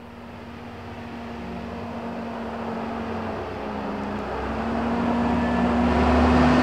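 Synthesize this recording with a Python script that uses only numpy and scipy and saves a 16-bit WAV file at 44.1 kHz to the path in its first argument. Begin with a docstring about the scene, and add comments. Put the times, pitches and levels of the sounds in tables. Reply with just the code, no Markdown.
"""A roadside at a bend beside a rock face: a heavy diesel truck on block-tread tyres comes toward a microphone.
It eases off in the bend and pulls away again. Tread hum and exhaust note are sines that sag and rise together;
a fan drones at constant speed. Road roar and engine clatter are shaped noise that swells as the truck nears,
with a weak echo. Two small ticks sound close by, over a faint breeze and the hiss of the microphone."""
import sys
import numpy as np
from scipy import signal
from scipy.fft import rfft, irfft
from scipy.io import wavfile

SR = 44100
rng = np.random.default_rng(int(sys.argv[2]) if len(sys.argv) > 2 else 0)


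def dump(signal):
    """Clip the signal to [-1, 1] and save it as 16-bit WAV at the path in sys.argv[1]."""
    limited = np.clip(np.atleast_2d(signal).T, -1, 1)
    pcm = np.round(limited * 32767).astype(np.int16)
    wavfile.write(sys.argv[1], SR, pcm)


def how_loud(loudness_db):
    """Turn decibels into a plain amplitude multiplier (0 dB gives 1, 20 dB gives 10)."""
    steps = np.asarray(loudness_db, float) / 20
    return 10 ** steps


N = 291942  # length in samples


def curves(rows):
    """Turn the columns of a table into curves in time; the first column is the time in seconds."""
    time_s, *columns = np.transpose(rows)
    return [np.interp(np.arange(N) / SR, time_s, column) for column in columns]


def rms_one(x):
    """Scale to unit rms."""
    return x / np.sqrt(np.mean(x ** 2) + 1e-20)


def wander(rate_hz):
    """Slow random curve with spread 1: noise through two equal one-pole low-passes."""
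    step = 40  # samples between computed points
    settle = 4000  # points thrown away while the filter settles
    pole = np.exp(-2 * np.pi * rate_hz * step / SR)
    white = rng.standard_normal(N // step + settle + 2)
    slow = signal.lfilter([1], [1, -2 * pole, pole * pole], white)[settle:]
    return np.interp(np.arange(N) / step, np.arange(len(slow)), rms_one(slow))


def noise(spectrum):
    """White noise given the shape of a spectrum table, at unit rms."""
    hz, db = np.transpose(spectrum)
    bins_hz = np.maximum(np.arange(N // 2 + 1) * SR / N, 1)
    shape = how_loud(np.interp(np.log(bins_hz), np.log(hz), db, left=-90, right=-90))
    return rms_one(irfft(rfft(rng.standard_normal(N)) * shape, N))


def bump(center_s, lift_db, spread_s):
    """A bell-shaped change of level in dB."""
    distance = (np.arange(N) / SR - center_s) / spread_s
    return lift_db * np.exp(-0.5 * distance ** 2)


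def bumps(rows):
    """All level changes of a table, added up in dB."""
    return sum(bump(*row) for row in rows)


def partial(turns, multiple, db, flutter_db, wobble_rad):
    """One sine of a rotating part; air and echoes make its height and phase waver."""
    phase = 2 * np.pi * (multiple * turns + rng.random()) + wobble_rad * wander(4.6)
    level = how_loud(db + flutter_db * wander(6.5))
    return np.sqrt(2) * level * np.sin(phase)  # the root turns an rms level into a peak


def orders(turns, rows, swells, swing_db, flutter_db, wobble_rad):
    """Multiples of one rotation, each following the approach and its own swells."""
    out = np.zeros(N)
    for multiple, db, follows in rows:
        own_swells = [(s, lift, spread) for s, line, lift, spread in swells if line == multiple]
        line_db = db + follows * swing_db + bumps(own_swells)
        out += partial(turns, multiple, line_db, flutter_db, wobble_rad)
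    return out


# Wooded cutting in a light, steady breeze: pitch_hz [Hz], relative level_db [dB per Hz]
BREEZE_SPECTRUM = [(15, -5.5), (30, -5.5), (50, -6), (100, -13), (300, -27.5)]


def breeze():
    """The cutting stirs: low noise at a constant level."""
    return how_loud(-63.5) * noise(BREEZE_SPECTRUM)


# Snaps near the microphone: start_s [s], level_db [dB], pitch_hz [Hz], width_hz [Hz]
NEAR_TICKS = [(4.0362, -32.5, 5500, 1900), (4.1898, -35, 7300, 2600)]


def ticks():
    """Each tick is a very short snap: a broad resonance with weaker, higher partners."""
    out, t = np.zeros(N), np.arange(300) / SR
    for start_s, level_db, pitch_hz, width_hz in NEAR_TICKS:
        decay = np.pi * width_hz * t
        shape = decay * np.exp(1 - decay)  # quick rise, then fall
        ring = np.zeros(len(t))
        for ratio, size in [(1, 0.7), (1.28, 0.35), (1.6, 0.08)]:
            ring += size * np.sin(2 * np.pi * ratio * pitch_hz * t)
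        at = round(start_s * SR)
        out[at:at + len(t)] += how_loud(level_db) * shape * ring
    return out


# Resonances of engine block and cab panels: pitch_hz [Hz], width_hz [Hz], lift_db [dB]
PANEL_RESONANCES = [(2090, 41, 2.5), (2430, 150, 1), (4300, 79, 1), (4720, 90, 1), (6000, 140, 2),
                    (7750, 130, -1.5)]


def panels(x):
    """Each resonance lifts a narrow band of the noise, or cuts it where the lift is negative."""
    for pitch_hz, width_hz, lift_db in PANEL_RESONANCES:
        b, a = signal.iirpeak(pitch_hz, pitch_hz / width_hz, fs=SR)
        x = x + (how_loud(lift_db) - 1) * signal.lfilter(b, a, x)
    return x


def rock_face(x):
    """A weak echo whose lag wanders, so that it combs the noise in a shifting pattern."""
    lag = 0.002387 * SR * (1 + 0.14 * wander(0.42))  # in samples, about 2.4 ms
    echo = np.interp(np.arange(N) - lag, np.arange(N), x)
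    return x + how_loud(-16) * echo


# Low road rumble: pitch_hz [Hz], relative level_db [dB per Hz]
RUMBLE_SPECTRUM = [(25, -31), (50, -19), (80, -9.5), (130, -6.5), (160, -3.5), (220, 2), (330, -4.5),
                   (420, -5.5), (600, -46)]
# The rumble swells or thins out: center_s [s], lift_db [dB], spread_s [s]
RUMBLE_CHANGES = [(.5, 1.5, .5), (1.9, 1.5, .3), (3.2, -1, 0.61), (5.05, 1.5, 0.072), (6.3, 1.5, 0.27)]


def rumble(tyre_swing_db, engine_swing_db):
    """Low noise that follows both the tyres and the engine bay."""
    level_db = -40 + 0.62 * tyre_swing_db + 0.41 * engine_swing_db
    level_db = level_db + bumps(RUMBLE_CHANGES) + 0.89 * wander(6.0)
    return how_loud(level_db) * noise(RUMBLE_SPECTRUM)


# Road roar: pitch_hz [Hz], relative level_db [dB per Hz]
ROAR_SPECTRUM = [(250, -41.5), (340, -9.5), (400, -2), (650, 1), (950, -2), (1080, -7), (1400, -14.5),
                 (2000, -52)]
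# Tread hiss: pitch_hz [Hz], relative level_db [dB per Hz]
HISS_SPECTRUM = [(700, -30), (950, -12.5), (1200, -0.5), (1450, -3.5), (1700, -7), (2000, -20), (2500, -38)]
# The hiss swells or thins out: center_s [s], lift_db [dB], spread_s [s]
HISS_CHANGES = [(.5, 1.5, .3), (1.75, -2, .25), (2.9, 1, 0.34), (4.4, 3, 0.28), (5.5, -2, 0.32)]


def roar_and_hiss(tyre_swing_db, engine_swing_db):
    """Rubber on road: two bands of noise that waver together."""
    gust = wander(3.0)
    roar_db = -35 + 0.94 * tyre_swing_db + 0.065 * engine_swing_db + 0.82 * gust
    hiss_db = -43.5 + 0.68 * tyre_swing_db + 0.43 * engine_swing_db + 0.5 * gust
    hiss_db = hiss_db + bumps(HISS_CHANGES)
    return how_loud(roar_db) * noise(ROAR_SPECTRUM) + how_loud(hiss_db) * noise(HISS_SPECTRUM)


# Combustion clatter: pitch_hz [Hz], relative level_db [dB per Hz]
CLATTER_SPECTRUM = [(1500, -15), (1850, 0), (2200, -5), (2600, -2), (3000, -7), (3400, -10), (3800, -16.5),
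                    (4400, -39)]
# Sizzle above the clatter: pitch_hz [Hz], relative level_db [dB per Hz]
SIZZLE_SPECTRUM = [(3200, -26.5), (3900, -0.5), (4600, 1), (5200, -2.5), (5900, -8.5), (6600, -18),
                   (7400, -32)]
# The sizzle swells or thins out: center_s [s], lift_db [dB], spread_s [s]
SIZZLE_CHANGES = [(.6, 0, .4), (1.9, 1, .4), (3.4, 0, .4), (5.5, -1.5, .35), (6.5, 2, 0.17)]


def clatter_and_sizzle(firings, tyre_swing_db, engine_swing_db):
    """Two bands of noise that pulse a little with each firing."""
    knock = 1 + 0.042 * np.cos(2 * np.pi * firings)
    clatter_db = -47 + 0.05 * tyre_swing_db + 0.97 * engine_swing_db + 0.43 * wander(10.0)
    sizzle_db = -58 + 0.05 * tyre_swing_db + 1.01 * engine_swing_db + bumps(SIZZLE_CHANGES)
    return knock * (how_loud(clatter_db) * noise(CLATTER_SPECTRUM) + how_loud(sizzle_db) * noise(SIZZLE_SPECTRUM))


# Highest treble: pitch_hz [Hz], relative level_db [dB per Hz]
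GRIT_SPECTRUM = [(5200, -27), (6000, -3), (6800, 0.5), (7800, -0.5), (9000, -5), (9800, -11),
                 (10400, -19.5), (12500, -20), (15700, -26)]
# It clears and dulls along the way: time_s [s], lift_db [dB, before the share taken below]
TREBLE_CLEARNESS = [(0, -0.5), (.8, -1), (1.8, 0.5), (2.6, 0.7), (3.3, -1.5), (3.9, -2), (4.4, 0.3),
                    (4.7, 1), (5.3, 1.5), (5.8, 1.5), (5.95, -0.5), (6.3, 1), (6.62, 1)]


def grit(tyre_swing_db, engine_swing_db):
    """Faint treble noise that follows the engine bay and clears and dulls."""
    clear_db, = curves(TREBLE_CLEARNESS)
    level_db = -68.5 + 0.05 * tyre_swing_db + 1.07 * engine_swing_db + 0.99 * clear_db
    return how_loud(level_db) * noise(GRIT_SPECTRUM)


def broadband(firings, tyre_swing_db, engine_swing_db):
    """All noise of road and engine, coloured by the panels and echoed by the rock."""
    layers = rumble(tyre_swing_db, engine_swing_db)
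    layers = layers + roar_and_hiss(tyre_swing_db, engine_swing_db)
    layers = layers + clatter_and_sizzle(firings, tyre_swing_db, engine_swing_db)
    layers = layers + grit(tyre_swing_db, engine_swing_db)
    return rock_face(panels(layers))


# Fan lines: multiple [of blade rate], level_db [dB at mid approach], follows [share of the tyre swing]
FAN_LINES = [(1, -49.5, 0.5), (2, -51, .5), (3, -50, 1.0), (4, -50.5, 0.64)]
# Single lines swell: center_s [s], multiple [of blade rate], lift_db [dB], spread_s [s]
FAN_LINE_SWELLS = [(.75, 1, 8.5, 0.33), (1.8, 1, 6.3, 0.19), (3.25, 1, 9.5, 0.22), (5.1, 1, 4.5, 0.58),
                   (1.5, 2, 16, 0.083), (1.72, 2, 7.3, .08), (2.1, 2, 11, 0.096), (2.77, 2, 11.2, 0.056),
                   (3.93, 2, 7.4, .1), (5.0, 2, 12, 0.068), (5.3, 2, 8.4, .2), (5.62, 2, 14, 0.078),
                   (5.87, 2, 17.7, 0.071), (6.37, 2, 17, 0.061), (3.0, 3, 5.4, .15), (3.9, 3, 7, 0.31),
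                   (5.1, 3, 7, .4), (1.5, 4, 7.6, 0.12), (3.4, 4, 6.7, 0.14), (6.0, 4, 9.6, .45)]


def fan(swing_db):
    """Blade rate and three overtones, unsteady in the turbulent inflow."""
    blades = 91.26 * np.arange(N) / SR  # blade rate in Hz, constant
    return orders(blades, FAN_LINES, FAN_LINE_SWELLS, swing_db, flutter_db=2.0, wobble_rad=0.46)


# Firing note, following load and where the pipe points: time_s [s], level_db [dB]
FIRING_NOTE = [(0, -53), (.6, -50), (.75, -57), (.88, -49), (1.1, -53), (1.38, -45), (1.75, -44),
               (1.9, -56), (2.25, -59), (2.48, -44), (2.7, -59), (3.0, -45), (3.2, -52), (3.4, -46),
               (4.0, -48.5), (4.5, -34.5), (4.65, -40), (4.87, -37), (5.0, -43.5), (5.37, -34),
               (5.6, -35.5), (6.2, -23), (6.4, -25), (6.62, -37)]
# Higher lines: multiple [of firing rate], level_db [dB at mid approach], follows [share of the tyre swing]
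EXHAUST_LINES = [(1.5, -52, 0.4), (2, -55, 0.42)]
# Single lines swell: center_s [s], multiple [of firing rate], lift_db [dB], spread_s [s]
EXHAUST_LINE_SWELLS = [(0.83, 1.5, 7, 0.25), (5.3, 1.5, 4, .4), (0.55, 2, 6.2, .4), (4.5, 2, 6, .3),
                       (5.26, 2, 8, 0.27), (6.0, 2, 8, .2), (6.48, 2, 20.7, 0.2), (1.431, 2, 5.8, .15)]


def exhaust(firings, swing_db):
    """Firing note of six cylinders; unequal pipes add a half order."""
    note_db, = curves(FIRING_NOTE)
    note = partial(firings, 0.99, note_db, flutter_db=0.5, wobble_rad=0.11)
    return note + orders(firings, EXHAUST_LINES, EXHAUST_LINE_SWELLS, swing_db, flutter_db=0.5, wobble_rad=0.2)


# The hum dips briefly: center_s [s], lift_db [dB], spread_s [s]
HUM_DIPS = [(3.5, -31, 0.078), (4.36, -14, 0.079)]
# Overtones: multiple [of block rate], level_db [dB at mid approach], follows [share of the tyre swing]
TREAD_LINES = [(2, -45, 0.65), (3, -45.5, 0.64), (4, -48.5, 0.96)]
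# Single lines swell or fade: center_s [s], multiple [of block rate], lift_db [dB], spread_s [s]
TREAD_LINE_SWELLS = [(.15, 3, -20, 0.28), (2.4, 3, 2, 0.58), (3.6, 2, 4, 0.21), (4.36, 2, 2.5, 0.21),
                     (5.2, 4, 5, 0.4), (5.7, 2, -9, .2), (5.44, 3, 4, 0.35), (1.14, 4, 5, .15),
                     (4.1, 3, -1.5, .2), (7.7, 3, 6.5, 0.13), (4.3, 4, -3.5, 0.37), (1.2, 3, -1, .3),
                     (6.0, 3, -6, .12), (0.33, 2, -4.5, 0.46)]


def tyres(blocks, hum_db, swing_db):
    """Tread blocks slap the asphalt in step with road speed: a hum and its overtones."""
    hum = partial(blocks, 1, hum_db + bumps(HUM_DIPS), flutter_db=0.15, wobble_rad=0.27)
    return hum + orders(blocks, TREAD_LINES, TREAD_LINE_SWELLS, swing_db, flutter_db=0.6, wobble_rad=0.37)


def gearbox(blocks, engine_swing_db):
    """A whine at 7.3 cycles per tread block, so it glides with the road speed."""
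    whine_db = -58.5 + 1.27 * engine_swing_db + bump(5.5, lift_db=12, spread_s=0.18)
    return partial(blocks, 7.3, whine_db, flutter_db=3.0, wobble_rad=2.6)


# Road speed: time_s [s], block_rate_hz [tread blocks per second]
ROAD_SPEED = [(0, 237), (.6, 236.2), (.85, 235.9), (1.0, 235), (1.6, 233.3), (1.9, 233.8), (2.5, 229.9),
              (2.8, 227.6), (3.05, 229), (3.4, 217.7), (3.75, 208.4), (4.0, 204.5), (4.13, 206.4),
              (4.62, 227), (5.0, 236.3), (5.3, 238.1), (5.75, 238.7), (6.12, 246.3), (6.38, 246.6),
              (6.62, 249.5)]
# Approach as heard: time_s [s], tyres_db [dB], engine_bay_db [dB], tread_hum_db [dB]
APPROACH_LEVELS = [(0, -48.5, -55, -45.5), (.5, -45.5, -51, -42), (.85, -43.5, -49.5, -43.5),
                   (1.2, -42.5, -48, -38.5), (1.55, -40.5, -48.5, -37.5), (1.95, -38, -49.5, -36.5),
                   (2.5, -35.5, -48.5, -35.5), (2.9, -34.5, -47, -33.5), (3.15, -33.5, -46.5, -34),
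                   (3.7, -34.5, -47, -34), (4.3, -32.5, -46, -34), (4.62, -31.5, -44.5, -30),
                   (5.1, -29.5, -43, -24.5), (5.5, -29, -41, -25.5), (5.83, -27, -40.5, -22.5),
                   (5.95, -25.5, -36.5, -26), (6.27, -25, -36, -21.5), (6.48, -23.5, -35, -19.5),
                   (6.62, -24.5, -33, -22)]


def scene():
    """Wheels and engine are locked by the gear, so one speed drives both."""
    block_hz, = curves(ROAD_SPEED)
    tyres_db, engine_db, hum_db = curves(APPROACH_LEVELS)
    tyre_swing_db = tyres_db + 35  # against -35 dB at mid approach
    engine_swing_db = engine_db + 47  # against -47 dB at mid approach
    blocks = np.cumsum(block_hz) / SR
    firings = 0.3035 * blocks  # firings per tread block
    background = breeze() + ticks()
    truck = broadband(firings, tyre_swing_db, engine_swing_db)
    truck = truck + fan(tyre_swing_db) + exhaust(firings, tyre_swing_db)
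    truck = truck + tyres(blocks, hum_db, tyre_swing_db) + gearbox(blocks, engine_swing_db)
    return (background + truck)[None]


# Hiss of the microphone: pitch_hz [Hz], relative level_db [dB per Hz]
MICROPHONE_SPECTRUM = [(2000, 1), (6000, 0), (10000, 0), (14000, 0), (15800, -1)]


def microphone(dry):
    """The microphone adds its own hiss and a small constant offset."""
    return dry + how_loud(-71) * noise(MICROPHONE_SPECTRUM) - 0.0016


def band_limit(x):
    """A steep low-pass at the top of the band."""
    return signal.sosfilt(signal.butter(12, 15720, fs=SR, output="sos"), x)


def record(dry):
    """The scene as it is picked up at the roadside."""
    heard = microphone(dry)
    return band_limit(heard)


dry = scene()
out = record(dry)
dump(out)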